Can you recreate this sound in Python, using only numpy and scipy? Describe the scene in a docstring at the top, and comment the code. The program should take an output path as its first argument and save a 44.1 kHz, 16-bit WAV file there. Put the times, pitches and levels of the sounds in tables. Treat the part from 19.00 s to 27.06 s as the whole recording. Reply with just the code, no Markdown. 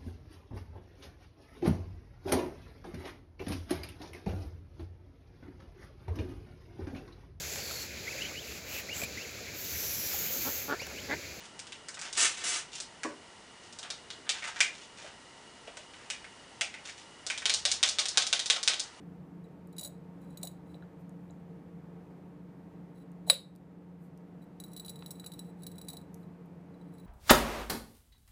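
"""In a small room, a glass bottle is turned by hand against the wheel of a bottle cutter on a wooden table.
Each push grinds grit as a random train of grains and breaks out chips: noise cracks that ring the wall's modes.
Once the metal arm snaps against the bottle with a loud clink, made of both sets of modes, a crack and a shimmer.
Faint finger swishes, joint ticks and table bumps are shaped noise; an appliance adds tones and a rush of air.
The recorder's gain ducks on loud sounds, most after the clink, and creeps back."""
import sys
import numpy as np
from scipy import signal
from scipy.fft import rfft, irfft
from scipy.io import wavfile
from scipy.ndimage import uniform_filter1d

SR = 44100
rng = np.random.default_rng(int(sys.argv[2]) if len(sys.argv) > 2 else 0)


def bounce(signal):
    """Save signal as a 16-bit WAV file at the path given by the first command-line argument."""
    frames = np.transpose(np.atleast_2d(signal))
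    limited = np.clip(frames, -1, 1)
    pcm = np.round(limited * 32767).astype(np.int16)
    wavfile.write(sys.argv[1], SR, pcm)


N = 355446
TIME = np.arange(N) / SR
RING_TIME = TIME[:SR // 4]


def from_db(db):
    """Level: amplitude gain is ten to the power of decibels over twenty."""
    return 10 ** (np.asarray(db) / 20)


def rms_one(x):
    """Normalisation: scale a signal to unit rms."""
    return x / np.sqrt(np.mean(x ** 2) + 1e-20)


def at_hz(points, hz):
    """Interpolation on a logarithmic frequency axis."""
    table_hz, value = np.transpose(points)
    return np.interp(np.log(np.maximum(hz, 1)), np.log(table_hz), value)


def filtered(x, edge_hz, kind, order=2):
    """Causal Butterworth filtering: a maximally flat passband."""
    edge_hz = np.clip(edge_hz, 10, .45 * SR)
    return signal.sosfilt(signal.butter(order, edge_hz, kind, fs=SR, output="sos"), x)


def noise(spectrum, size, resonances=()):
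    """Spectral shaping: white noise coloured by a spectrum and lifted at each resonance; rms 1."""
    hz = np.fft.rfftfreq(size, 1 / SR)
    power = 1
    for centre_hz, width_hz, lift_db in resonances:
        power = power + (from_db(lift_db) ** 2 - 1) / (1 + (2 * (hz - centre_hz) / width_hz) ** 2) ** 2
    white = rfft(rng.standard_normal(size))
    return rms_one(irfft(white * from_db(at_hz(spectrum, hz)) * np.sqrt(power), size))


def drift(rate_hz):
    """Slow random modulation: straight lines between random knots of spread 1."""
    knots = rng.standard_normal(400)
    return np.interp(TIME * rate_hz, np.arange(len(knots)), knots)


def add(track, s, sound):
    """Superposition: mix a sound into the track at time s."""
    start = int(np.clip(round(s * SR), 0, N - 1))
    track[start:start + len(sound)] += sound[:N - start]


def dying(t60):
    """Exponential decay: the level falls 60 dB in t60."""
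    return from_db(-60 * RING_TIME / t60)


def rings(modes, size=None):
    """Modal synthesis: one exponentially dying sine for each mode."""
    t = RING_TIME[:size]
    return np.array([from_db(db - 60 * t / t60) * np.sin(2 * np.pi * hz * t) for hz, db, t60 in modes])


def alternating(modes, size=None):
    """Modal polarity: ringing modes, neighbours swinging in opposite directions."""
    return (-1) ** np.arange(len(modes))[:, None] * rings(modes, size)


def struck(modes, scatter_db, detune):
    """Modal excitation: grip and contact give every mode a slightly different strength and pitch."""
    chance = rng.standard_normal((len(modes), 2))
    varied = [(hz * (1 + detune * a), db + scatter_db * b, t60)
              for (hz, db, t60), (a, b) in zip(modes, chance)]
    return alternating(varied, size=SR // 12)


def crack(spectrum, t60, rise_s=0.):
    """Brittle fracture: tiny breaks and crowded modes as decaying noise; a running crack takes time to swell."""
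    swell = 1 - np.exp(-RING_TIME / max(rise_s, 1e-6))
    return noise(spectrum, len(RING_TIME)) * dying(t60) * swell


# Colour of the room air. Each row: frequency in Hz, relative density in dB per Hz.
AIR_SPECTRUM = [(20, -19.5), (45, -9), (70, 0.5), (120, -0.5), (240, -0.5), (400, -1.5), (620, -5.5),
                (900, -8), (1020, -14), (2000, -20), (3200, -29.5), (5500, -36.5), (9000, -39.5),
                (15000, -42)]
# Room resonances stirred by the appliance. Each row: frequency in Hz, width in Hz, lift over the air in dB.
ROOM_RESONANCES = [(88, 12, 5.7), (149.9, 16, 14.35), (174.4, 50, 13.65), (202, 16, 12), (275.8, 28, 8.9),
                   (295.5, 29, 11), (374, 6.7, 2.7), (453, 26, 9.3), (474.6, 40, 4.5), (530, 30, 2.7),
                   (922, 41, 4.6), (1263, 40, 4.8)]
# Tones of the appliance. Each row: frequency in Hz, rms level in dB; both waver.
MOTOR_TONES = [(175.3, -51.5), (354.5, -68.5), (1066, -80.5), (1124, -82.5)]
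AIR_DB = -51


def appliance(waver=0.073, wander_hz=0.694, air_waver_db=.5):
    """Tonal and broadband noise: motor tones that waver a little, over air coloured by room resonance."""
    # the wander is that of the first tone; the others keep their frequency ratios to it
    turns = TIME + np.cumsum(wander_hz * drift(4.5)) / SR / MOTOR_TONES[0][0]
    tones = np.zeros(N)
    for hz, db in MOTOR_TONES:
        loudness = from_db(db) * np.sqrt(2) * (1 + waver * drift(5.0))
        tones += loudness * np.sin(2 * np.pi * hz * turns)
    air_level = from_db(AIR_DB + air_waver_db * drift(3.2))
    return tones + air_level * noise(AIR_SPECTRUM, N, ROOM_RESONANCES)


# Fingers slide over the glass to take a new grip.
# Each row: time of the strongest rub in seconds, length in seconds, level in dB.
FINGER_SLIDES = [(1.24, 0.085, -86), (2.008, 0.04, -79), (2.25, .3, -89), (3.99, 0.064, -91),
                 (5.042, 0.073, -75.5), (7.198, 0.13, -79.5), (7.98, 0.15, -91)]


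def fingers(low_hz=7000, high_hz=15500):
    """Sliding friction: dry skin on glass gives a faint, high swish."""
    pressure = sum(from_db(db) * np.exp(-(2 * (TIME - s) / length) ** 2) for s, length, db in FINGER_SLIDES)
    return pressure * rms_one(filtered(rng.standard_normal(N), [low_hz, high_hz], "band"))


def touch(peak_db, hz, t60, octaves):
    """Damped impact: a decaying noise burst in a band, so its pitch is vague."""
    edges_hz = hz * 2 ** (octaves * np.array([-.5, .5]))
    burst = filtered(rng.standard_normal(len(RING_TIME)) * dying(t60), edges_hz, "band")
    return from_db(peak_db) * burst / np.abs(burst).max()


# Dry ticks of play in the cutter's joints.
# Each row: start in seconds, peak level in dB, centre in Hz, width in octaves.
TICKS = [(.673, -54, 10500, 1.2), (1.217, -56, 11000, 1.1), (2.094, -53, 7700, 0.83),
         (2.308, -52, 7300, 0.2), (4.118, -56, 9500, 1.2), (4.277, -48.5, 11000, 1.2),
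         (4.553, -53.5, 9500, 3.5), (4.561, -48, 10030, 1.84), (5.176, -49.5, 7900, 2.2),
         (5.442, -52, 13080, 1), (7.144, -41, 9880, 1.5), (7.459, -59, 13500, 0.86)]


def joint_ticks(t60=0.0057):
    """Impact in loose joints: quickly damped, dry ticks."""
    out = np.zeros(N)
    for s, db, hz, octaves in TICKS:
        add(out, s, touch(db, hz, t60, octaves))
    return out


# The bottle's base shifts on the table. Each row: start in seconds, peak level in dB, pitch in Hz,
# t60 in seconds, width in octaves, peak level of the wall's ring in dB.
BASE_BUMPS = [(0.815, -46, 570, 0.11, 0.6, -62), (0.850, -48, 593, 0.16, 0.43, -60),
              (1.436, -40, 594, 0.042, 0.39, -59), (1.443, -45, 716, 0.041, 0.28, -57),
              (1.744, -49.5, 584, 0.066, 0.64, -46), (1.824, -49, 1510, 0.034, 0.21, -56.5),
              (2.300, -50, 585, 0.064, 0.69, -58), (4.274, -41.5, 620, 0.11, 0.58, -56.5),
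              (4.3005, -26, 573, 0.045, 0.37, -44.5), (4.321, -34.5, 520, 0.019, 0.21, -49.5),
              (6.024, -43.5, 1280, 0.014, 1.4, -41.5), (6.2405, -47.5, 1350, 0.019, 1.3, -50),
              (6.935, -47.5, 695, 0.16, 0.46, -64)]


def table_bumps():
    """Impact on damped wood: dull bumps of the base against the table."""
    out = np.zeros(N)
    for s, db, hz, t60, octaves, _ in BASE_BUMPS:
        add(out, s, touch(db, hz, t60, octaves))
    return out


# Span in which the wheel passes between two places on the wall: start in seconds, end in seconds.
WHEEL_PASSAGE = (1.5, 5.6)


def turned(s):
    """Moving drive point: how far the wheel has come from its first place to its later one, 0-1."""
    return np.interp(s, WHEEL_PASSAGE, [0, 1])


# Modes of the bottle wall. Each row: frequency in Hz, t60 in seconds, level in dB with the wheel at its
# first place, level in dB at its later place, level in dB under the arm's blow.
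BOTTLE_MODES = [(2480, .03, -25, -26, -40), (2900, .03, -22, -23, -28), (3784, .05, -12, -14, -6),
                (3880, .04, -7, -11, -6), (3955, .055, 0, 0, 0), (4030, .03, -13, -13, -14),
                (4160, .03, -12, -21, -13), (4400, .03, -22, -16, -18), (4620, .03, -18, -24, -26),
                (4750, .035, -16, -22, -8), (5001, .04, -25, -29, -27), (5560, .03, -15, -15, -25),
                (5750, .02, -19, -19, -22), (6020, .02, -22, -21, -28), (6700, .03, -11, -21, -30),
                (6850, .035, -8, -19, -20), (7030, .035, -8, -17, -22), (7550, .03, -15, -18, -18),
                (7847, .06, -9, -9, -8), (7965, .06, -8, -9, -8), (8280, .02, -8, -14, -24),
                (8480, .02, -11, -14, -26), (8750, .025, -14, -16, -22), (8910, .03, -14, -20, -12),
                (9040, .03, -11, -22, -24), (9580, .03, -15, -14, -26), (9700, .035, -8, -9, -17),
                (9880, .04, -10, -12, -3), (10030, .035, -4, -13, -14), (10230, .03, -9, -5, -12),
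                (10410, .035, -20, -7, -5), (10660, .03, -16, -20, -22), (10900, .02, -14, -19, -28),
                (11200, .025, -17, -18, -28), (11620, .025, -25, -17, -28), (12040, .02, -24, -18, -30),
                (12510, .035, -17, -17, -21), (12680, .03, -15, -24, -28), (13400, .025, -14, -19, -23),
                (14000, .025, -17, -15, -21), (14140, .06, -10, -18, -26), (14600, .02, -15, -14, -30),
                (14830, .02, -11, -14, -24), (15050, .035, -9, -9, -15), (15230, .03, -15, -14, -26)]


def wall_modes(turn):
    """Modal coupling: the wheel's place on the wall decides how strongly it drives each mode."""
    return [(hz, first_db + turn * (later_db - first_db), t60)
            for hz, t60, first_db, later_db, _ in BOTTLE_MODES]


def jolts(contact_hz=4550):
    """Soft-contact excitation: the wall answers each bump of its base, mostly with its lowest modes."""
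    out = np.zeros(N)
    ring = filtered(rings(wall_modes(1)).sum(axis=0), contact_hz, "low", order=4)
    for s, *_, ring_db in BASE_BUMPS:
        add(out, s, from_db(ring_db) * ring / np.abs(ring).max())
    return out


# Modes of the cutter's metal arm, the weak ones ringing on.
# Each row: frequency in Hz, relative level in dB, t60 in seconds.
ARM_MODES = [(509.4, -31, 0.07), (1150, -21.5, 0.05), (1640, -26.5, .03), (1931, -18.5, 0.024),
             (2363, -22, 0.036), (2520, -23, .03), (2750, -22.5, 0.034), (3100, -24, 0.045),
             (3480, -24, .025), (3780, -29, .3), (3840, -27.5, .22), (4000, -8, 0.024),
             (4020, -11.5, 0.019), (4330, -15.5, 0.022), (4770, -38.5, .18), (4990, -41, .2),
             (7656, -20, .025), (8570, -22, .022), (9800, -30.5, .14), (10400, -29.5, 0.15)]
# Colour of the crack of the arm's blow. Each row: frequency in Hz, relative density in dB per Hz.
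BLOW_SPECTRUM = [(50, -62), (280, -19.5), (560, -7.5), (1400, -3.5), (1950, -2), (2500, -1), (3000, -3),
                 (3600, -5), (3800, 10), (4300, 5.5), (4750, -0.5), (5100, -13), (5700, -11.5),
                 (6450, -21.5), (7100, -8.5), (8000, -3), (8500, -10), (10300, -3), (11200, -18),
                 (15000, -11)]
# Crowded weak modes of glass and metal, fading together as a hiss.
# Each row: frequency in Hz, relative density in dB per Hz.
SHIMMER_SPECTRUM = [(500, -13.5), (1500, -4), (2500, 0), (3100, 2), (3550, 1.5), (3860, 19), (4200, 7.5),
                    (4500, 0.5), (4850, 6.5), (5500, -8.5), (6400, -12), (7200, 1.5), (9000, -1.5),
                    (10200, 2.5), (11400, -14), (12600, -3), (15000, -8.5)]
CLINK_S, CLINK_ARM_DB, CLINK_BOTTLE_DB, CLINK_CRACK_DB = 4.2993, -8, -10.5, -14
SHIMMER_DB, SHIMMER_T60_S = -30, 0.21


def clink():
    """Impact of two resonators: the arm snaps on the bottle with a crack, both rings and a fading shimmer."""
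    wall = alternating([(hz, blow_db, t60) for hz, t60, *_, blow_db in BOTTLE_MODES]).sum(axis=0)
    arm = rings(ARM_MODES).sum(axis=0)
    body = from_db(CLINK_BOTTLE_DB) * wall + from_db(CLINK_ARM_DB) * arm
    burst = from_db(CLINK_CRACK_DB) * crack(BLOW_SPECTRUM, t60=0.03)
    shimmer = from_db(SHIMMER_DB) * crack(SHIMMER_SPECTRUM, SHIMMER_T60_S, rise_s=.004)
    out = np.zeros(N)
    add(out, CLINK_S, body + burst + shimmer)
    return filtered(out, 400, "high")   # the clink carries no low thump


# The hand turns the bottle in separate pushes.
# Each row: start in seconds, length before the decay in seconds, grit level in dB, rise in seconds.
HAND_PUSHES = [(0.433, 0.018, -78.5, .008), (0.789, 0.079, -53, 0.026), (1.19, 0.15, -76.5, 0.03),
               (1.415, 0.061, -62, 0.015), (1.646, 0.11, -75.5, 0.048), (3.938, 0.088, -75, 0.022),
               (4.261, 0.078, -44, 0.04), (5.41, 0.019, -68.5, 0.014), (5.598, 0.9, -70, 0.029),
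               (5.76, 0.039, -63, .02), (5.86, 0.047, -61, 0.035), (6.55, 0.45, -73, 0.061),
               (6.901, 0.047, -64, 0.012), (7.715, 0.33, -78, 0.25)]
PUSH_T60_S = 0.044   # the wheel comes to rest


def pushing():
    """Envelope of the driving force: each push rises, holds and dies away."""
    strength = np.zeros(N)
    for s, length, db, rise in HAND_PUSHES:
        fall_db = -60 * np.maximum(TIME - s - length, 0) / PUSH_T60_S
        strength += from_db(db + fall_db) * np.clip((TIME - s) / rise, 0, 1)
    return strength


# Colour of the crack of breaking glass. Each row: frequency in Hz, relative density in dB per Hz.
GLASS_SPECTRUM = [(800, -7.5), (2400, -8.5), (3500, -11.5), (3900, -3), (4750, -2.5), (5280, -11),
                  (5650, -2.5), (6400, -7), (7000, -1), (8400, -1), (10300, 3), (11300, -3), (13500, 1.5),
                  (15000, 4.5)]


def glass_crack(t60, rise_s=0.):
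    """Brittle fracture of glass: a burst with the colour of breaking glass."""
    return crack(GLASS_SPECTRUM, t60, rise_s)


# a harder push crushes more grains: their rate at that grit level, and its power law
GRAINS_PER_S, GRAINS_AT_DB, GRAINS_FOLLOW = 1000, -68.5, 0.71


def grit(size_db=0.5, crack_db=-2):
    """Random impulse excitation: crushed grains tick singly under a light push and crunch under a hard one."""
    strength = pushing()
    rate = GRAINS_PER_S * (strength / from_db(GRAINS_AT_DB)) ** GRAINS_FOLLOW
    chance = np.clip(rate / SR, 1e-6, 1)   # per sample
    sizes = rms_one(from_db(size_db * np.minimum(rng.exponential(1, N), 4)))
    hits = (rng.random(N) < chance) * rng.choice([-1, 1], N)
    grains = hits * sizes * strength / np.sqrt(chance)   # grain power follows the push at any rate
    fracture = from_db(crack_db) * glass_crack(t60=0.024)
    out = np.zeros(N)
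    for turn, share in enumerate([1 - turned(TIME), turned(TIME)]):
        wall = alternating(wall_modes(turn)).sum(axis=0) + fracture
        out += signal.fftconvolve(grains * share, wall / np.linalg.norm(wall))[:N]
    return out


# weaker fractures trail each chip within a moment; their gain is scaled by a random factor of -2 to 2
SPLINTER_S, SPLINTER_DB, SPLINTERS = 0.004, -22.5, 3


def splintered(x):
    """Secondary fracture: faint delayed copies stand for splinters that follow at random."""
    out = x.copy()
    for when, factor in rng.uniform([0, -2], [1, 2], (SPLINTERS, 2)):
        lag = 1 + int(when * SPLINTER_S * SR)
        out[lag:] += from_db(SPLINTER_DB) * factor * x[:-lag]
    return out


# The wheel cracks the glass. Each row: start in seconds, level of the treble in dB before a lift common
# to all chips, level of the low ring in dB; both are rms levels over the first 10 ms.
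GLASS_CHIPS = [(0.44, -82, -76), (0.7272, -68.5, -69.5), (0.765, -62, -62), (0.7823, -45.5, -44),
               (0.794, -46.5, -49), (0.8105, -48, -49), (0.8313, -51, -49), (0.8359, -48, -55),
               (0.847, -45.5, -46.5), (0.8577, -50, -57), (0.863, -58, -61), (0.8741, -53.5, -60),
               (1.304, -72, -75), (1.373, -53, -54), (1.414, -68, -69), (1.4307, -41.5, -46),
               (1.45, -50, -59), (1.4718, -48.5, -49), (1.5135, -70, -70), (5.419, -85, -75),
               (5.6006, -49, -52.5), (5.638, -53.0, -52), (5.662, -65, -74), (5.681, -69.5, -71),
               (5.717, -67, -67), (5.7329, -55.5, -63), (5.7645, -50.5, -50.5), (5.774, -52.5, -51),
               (5.797, -48, -47), (5.827, -71, -65), (5.8479, -55.5, -51.5), (5.8604, -51, -56),
               (5.8811, -54, -48), (5.894, -48.5, -50.5), (5.899, -51, -61), (5.958, -59, -56),
               (5.99, -65, -61), (6.0066, -70, -68), (6.031, -74, -72), (6.061, -52, -50),
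               (6.079, -63, -71.0), (6.107, -47, -52), (6.113, -49.5, -60), (6.1552, -67, -63),
               (6.197, -55, -52.5), (6.2433, -59.5, -54), (6.262, -48, -48), (6.273, -58, -73),
               (6.3186, -56, -54), (6.336, -57.5, -57), (6.3919, -49.5, -50), (6.445, -76, -77.5),
               (6.621, -66, -67), (6.633, -55, -57), (6.6664, -47.5, -50.5), (6.7155, -60, -65),
               (6.7557, -68, -68), (6.782, -55, -54.5), (6.8138, -53.5, -54.5), (6.8478, -66, -69),
               (6.871, -68, -68), (6.8845, -45.5, -45.5), (6.901, -50.5, -52.5), (6.932, -52.5, -54.5),
               (6.9693, -53.5, -51.5), (7.0131, -70.5, -69.5), (7.231, -81, -74), (7.741, -85, -76),
               (7.813, -79, -72), (7.938, -72, -80), (7.949, -76, -83), (7.9825, -70.5, -68.5),
               (7.998, -69, -70), (8.047, -74, -79.5)]


def chips(crack_db=-4, crack_t60=0.047, snap_db=6, snap_t60=0.0055, treble_db=3, rise_s=.0002):
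    """Fracture driving modes: each chip rings the bottle in its own balance; the tone shifts with turning."""
    out, attack = np.zeros(N), SR // 100
    is_low = np.array(BOTTLE_MODES)[:, 0] < 5200
    for s, high_db, low_db in GLASS_CHIPS:
        ring = struck(wall_modes(turned(s)), scatter_db=3.5, detune=0.0026)
        snap = from_db(snap_db) * glass_crack(snap_t60, rise_s)   # the dry first instant of the break
        fracture = snap + from_db(crack_db) * glass_crack(crack_t60, rise_s)
        low = splintered(ring[is_low].sum(axis=0))
        high = splintered(ring[~is_low].sum(axis=0) + fracture[:ring.shape[1]])
        add(out, s, from_db(low_db) * low / low[:attack].std())
        add(out, s, from_db(high_db + treble_db) * high / high[:attack].std())
    return out


# The room's decay. Each row: frequency in Hz, t60 in seconds.
ROOM_DECAY = [(300, .32), (2000, .28), (4000, .26), (8000, .24), (15000, .2)]


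def room(x, wet_db, first_echo_s=0.0044):
    """Reverberation: diffuse reflections that die sooner in the treble."""
    t, edges_hz = TIME[:SR // 2], np.geomspace(150, 19000, 8)
    tail = np.zeros(len(t))
    for low, high in zip(edges_hz, edges_hz[1:]):
        fall = from_db(-60 * t / at_hz(ROOM_DECAY, np.sqrt(low * high)))
        tail += filtered(rng.standard_normal(len(t)), [low, high], "band") * fall * (t > first_echo_s)
    tail /= np.sqrt(np.sum(tail ** 2))
    return x + from_db(wet_db) * signal.fftconvolve(x, tail)[:N]


def scene():
    """Direct and reverberant sound: scoring and clink close to the microphone, the hum all around."""
    scoring = chips() + grit()
    contacts = joint_ticks() + table_bumps() + jolts()
    close = room(scoring + contacts, wet_db=-15.0) + room(clink(), wet_db=-18.0)
    return (close + fingers() + appliance())[None]


def record(dry, threshold_db=-30, slope=0.19, release_db_per_s=2.0, cutoff_hz=15300):
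    """Dynamic range compression: gain ducks on a loud sound and recovers slowly; the top is cut."""
    level_db = 10 * np.log10(np.maximum(uniform_filter1d(dry[0] ** 2, size=256), 1e-12))
    excess_db = slope * np.maximum(level_db - threshold_db, 0)
    # a running maximum on a rising ramp holds each duck while it recovers at the release rate
    ramp_db = release_db_per_s * TIME
    duck_db = np.maximum.accumulate(excess_db + ramp_db) - ramp_db
    top_cut = signal.ellip(10, .2, 70, cutoff_hz, fs=SR, output="sos")
    return signal.sosfilt(top_cut, dry * from_db(-duck_db))


dry = scene()
out = record(dry)
bounce(out)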